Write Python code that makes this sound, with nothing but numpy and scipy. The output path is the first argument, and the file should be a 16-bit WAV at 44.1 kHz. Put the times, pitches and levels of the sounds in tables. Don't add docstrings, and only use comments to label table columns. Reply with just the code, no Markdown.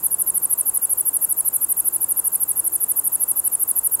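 import sys
import numpy as np
from scipy import signal
from scipy.fft import rfft, irfft
from scipy.io import wavfile
from scipy.ndimage import uniform_filter1d, minimum_filter1d

SR = 44100
rng = np.random.default_rng(int(sys.argv[2]) if len(sys.argv) > 2 else 0)


def pcm_store(signal):
    levels = np.round(np.clip(np.atleast_2d(signal), -1, 1) * 32767)
    wavfile.write(sys.argv[1], SR, levels.astype(np.int16).T)


N = 176400

# end in seconds, relative strength in dB.
STROKES = [(0.0688, -1), (0.1474, -0.4), (0.224, -0.9), (0.3048, -1.4), (0.3811, -1), (0.4574, -0.9),
           (0.5391, -1), (0.6142, -0.5), (0.699, -1.1), (0.7773, -0.4), (0.8557, -0.5), (0.935, -0.7),
           (1.0132, 0), (1.0928, -0.8), (1.1716, -0.5), (1.252, -0.9), (1.3285, -0.8), (1.4099, -1.2),
           (1.4879, -1.3), (1.5685, -1.5), (1.6485, -1.2), (1.7271, -1.6), (1.8069, -1.0), (1.8871, -1),
           (1.9662, -1.5), (2.0462, -1.5), (2.1248, -1.2), (2.2009, -2), (2.282, -1.7), (2.3609, -1.5),
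           (2.4402, -1.5), (2.5183, -2), (2.6029, -1.7), (2.6813, -1.7), (2.7631, -2), (2.844, -1.5),
           (2.921, -1.2), (2.9993, -1.4), (3.0807, -1.2), (3.1595, -1), (3.2404, -0.7), (3.3175, -1),
           (3.4019, -1.5), (3.4797, -1), (3.5556, -0.5), (3.6366, -0.8), (3.7159, -1), (3.795, -1),
           (3.8738, -0.5), (3.9545, -0.7)]
# seconds from the stroke's end, teeth per second, relative force in dB.
LAST_RUN = [(-.0061, 10700, -0.5), (-.004, 10330, -1.5), (-.002, 9780, 0), (-.0003, 8620, 1),
            (.0012, 8220, -1), (.0028, 8200, -7)]


def wings_closing():
    # pitch in Hz, gain in dB.
    wing_tone = [(300, -71), (2700, -36), (5500, -35), (7000, -35), (8200, -15), (9100, -9.5), (10000, -2),
                 (11400, -2), (13200, -0.5), (14500, 2), (15700, -10.5)]
    # pitch in Hz, gain in dB.
    slide_tone = [(2500, -8), (7500, 0), (12500, 0), (13700, -2), (14600, -8), (15700, -18)]
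    # pitch in Hz, gain in dB.
    low_tick_tone = [(1200, -26.5), (2700, -3.5), (3600, 4), (5000, -7), (6500, -3.5), (8000, -53),
                     (15000, -82)]
    ends, strengths = np.array(STROKES).T
    period = np.mean(np.diff(ends))
    ends = np.append(ends, ends[-1] + period)
    gains = undb(np.append(strengths, strengths[-1]))
    stretches = (np.diff(ends, prepend=ends[0] - period) / period) ** 1.3

    def play(runs):
        times = [end + at for end, (at, _) in zip(ends, runs)]
        sizes = [gain * size for gain, (_, size) in zip(gains, runs)]
        return clicks(np.concatenate(times), np.concatenate(sizes))

    rasp = play([slips(stretch) for stretch in stretches])
    slide = colour(play([last_run() for _ in ends]), slide_tone)
    ring = undb(1) * colour(rasp + slide, wing_tone)
    return ring + level(colour(rasp, low_tick_tone), db=-63)


def slips(stretch, max_slips=28, max_teeth=24):
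    # seconds from its end, teeth per second,
    # relative force in dB, length of a slip in seconds, seconds to the next slip.
    course = [(-.0445, 12100, -23.5, 0.00044, 0.0016), (-.039, 12400, -12, 0.00057, .0016),
              (-.033, 12000, -8.5, 0.000815, .002), (-.029, 11220, -3, .0009, .0034),
              (-.022, 10830, -0.5, 0.00094, .0046), (-.015, 11400, 0, 0.00081, .0054),
              (-.008, 11670, 8.5, 0.00087, .0054)]
    when, *columns = np.array(course).T
    when = when * stretch
    slip_draws = rng.standard_normal((max_slips, 4))
    tooth_draws = rng.standard_normal((max_slips, max_teeth))
    t, times, sizes = when[0], [], []
    for (length_draw, rate_draw, force_draw, wait_draw), jitter in zip(slip_draws, tooth_draws):
        if t > LAST_RUN[0][0] - .0026:
            break
        rate, force_db, length, wait = (np.interp(t, when, column) for column in columns)
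        rate *= 1 + .02 * rate_draw
        length *= np.exp(.12 * length_draw)
        strikes = np.cumsum(1 + .045 * jitter) / rate
        sliding = np.clip((length - strikes) * rate + 1, 0, 1)
        times.append(t + strikes)
        sizes.append(sliding * undb(force_db + .6 * force_draw))
        t += wait * np.exp(.12 * wait_draw)
    return np.concatenate(times), np.concatenate(sizes)


def last_run(steps=120):
    when, rate, force_db = np.array(LAST_RUN).T
    speed = 1 + .013 * rng.standard_normal()
    t = np.linspace(when[0], when[-1], steps)
    teeth_passed = np.cumsum(np.interp(t, when, rate)) * (t[1] - t[0]) * speed
    teeth = teeth_passed[0] + np.cumsum(1 + .02 * rng.standard_normal(steps))
    times = np.interp(teeth[teeth < teeth_passed[-1]], teeth_passed, t)
    return times, undb(np.interp(times, when, force_db))


def wings_opening():
    # seconds after a stroke's end, relative level in dB.
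    rasp_shape = [(.009, -16), (0.013, -1.5), (0.022, -2), (.028, -5.5), (0.035, -5), (0.042, -23)]
    # pitch in Hz, gain in dB.
    rasp_tone = [(5000, -38), (7900, -8), (9000, -1.5), (10200, -1.5), (11300, -2.5), (12800, -3),
                 (14200, -13), (15700, -3)]
    ends = np.array(STROKES)[:, 0]
    ends = np.append(ends[0] - np.mean(np.diff(ends)), ends)
    t = np.arange(N) / SR
    since_stroke = t - ends[np.maximum(np.searchsorted(ends, t) - 1, 0)]
    when, db = np.array(rasp_shape).T
    loudness = np.interp(since_stroke, when, undb(db), left=0, right=0)
    grain = np.exp(.35 * level(uniform_filter1d(noise(), size=50), 0))
    return level(colour(noise() * grain * loudness, rasp_tone), db=-41)


def grass_echoes(x):
    # delay in milliseconds, gain in dB.
    echoes = [(.692, -15), (.904, -19), (1.117, -14), (2.126, -17), (2.491, -14.5), (2.962, -19),
              (3.226, -14), (3.407, -12.5), (3.753, -20)]
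    ms, db = np.array(echoes).T
    lead = 8
    delays = lead / SR + np.append(0, ms / 1000)
    response = clicks(delays, np.append(1, undb(db)))
    t = np.arange(N) / SR
    for tail_db, fade_s in ((-14, .03), (-22, .09)):  # blades, then grass; fade_s is the time to drop 60 dB
        tail = noise() * np.exp(-np.log(1000) * t / fade_s) * (t > np.median(delays))
        response += level(tail, tail_db) / np.sqrt(N)
    return signal.fftconvolve(x, response)[lead:][:N]


def far_insects():
    # pitch in Hz, width in Hz, level in dB.
    chorus = [(7260, 1500, -52), (2686, 164, -69.5), (5010, 350, -73)]
    return sum(level(band(hz, width), db) for hz, width, db in chorus)


def far_hum():
    # pitch in Hz, level at first in dB, level later in dB.
    tones = [(170.4, -58, -66), (290.2, -63.5, -64.5), (114.4, -74, -68)]
    t = np.arange(N) / SR
    hum = np.zeros(N)
    for hz, early_db, late_db in tones:
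        waver_hz = level(band(0, width_hz=11.5), db=2.8)
        tone = np.sin(2 * np.pi * np.cumsum(hz + waver_hz) / SR)
        hum += level(tone, 0) * undb(np.interp(t, [.4, .588], [early_db, late_db]))
    return hum


def distant_rumble():
    # pitch in Hz, gain in dB.
    rumble_tone = [(20, -23), (55, -1.5), (95, -0.5), (200, -4.5), (320, 0.5), (650, -2.5), (1000, 0),
                   (1500, -8.5), (2200, -18.5), (4000, -22), (6200, -21.5), (15000, -22)]
    # time of the peak in seconds, rise time in seconds, peak level in dB.
    swells = [(2.003, 0.081, -55), (2.713, 0.097, -49.5)]
    t = np.arange(N) / SR
    rumble = level(colour(noise(), rumble_tone), db=-46)
    swell = sum(undb(db) * np.exp(-((t - peak) / rise) ** 2) for peak, rise, db in swells)
    return rumble + swell * level(band(hz=330, width_hz=59), 0)


def undb(db):
    return 10 ** (np.asarray(db) / 20)


def level(x, db):
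    return x * undb(db) / np.sqrt(np.mean(x ** 2))


def noise():
    return rng.standard_normal(N)


def colour(x, points, size=4096):
    hz, db = np.array(points, float).T
    grid = np.maximum(np.fft.rfftfreq(size, 1 / SR), 1)
    gains = undb(np.interp(np.log(grid), np.log(hz), db))
    cepstrum = irfft(np.log(gains))
    cepstrum[1:size // 2] *= 2
    cepstrum[size // 2 + 1:] = 0
    ring = irfft(np.exp(rfft(cepstrum)))
    return signal.fftconvolve(x, ring)[:N]


def band(hz, width_hz):
    f = np.fft.rfftfreq(N, 1 / SR)
    return irfft(rfft(noise()) / (1 + ((f - hz) / (width_hz / 2)) ** 2) ** 2, N)


def clicks(times, sizes, reach=8):
    at = times[:, None] * SR
    index = np.floor(at).astype(int) + np.arange(1 - reach, reach + 1)
    taper = np.cos(np.pi / 2 * (index - at) / reach) ** 2
    shape = sizes[:, None] * np.sinc(index - at) * taper
    inside = (index >= 0) & (index < N)
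    return np.bincount(index[inside], shape[inside], N)


def scene():
    katydid = grass_echoes(wings_closing() + wings_opening())
    return (katydid + far_insects() + far_hum() + distant_rumble())[None]


def record(dry):
    ceiling, window_s, top_hz = .44, .0005, 15750
    window = int(window_s * SR) | 1
    gain = np.minimum(1, ceiling / (np.abs(dry) + 1e-9))
    smooth_gain = uniform_filter1d(minimum_filter1d(gain, window), window)
    treble_cut = signal.ellip(12, .2, 90, top_hz, fs=SR, output="sos")
    return signal.sosfilt(treble_cut, dry * smooth_gain)


dry = scene()
out = record(dry)
pcm_store(out)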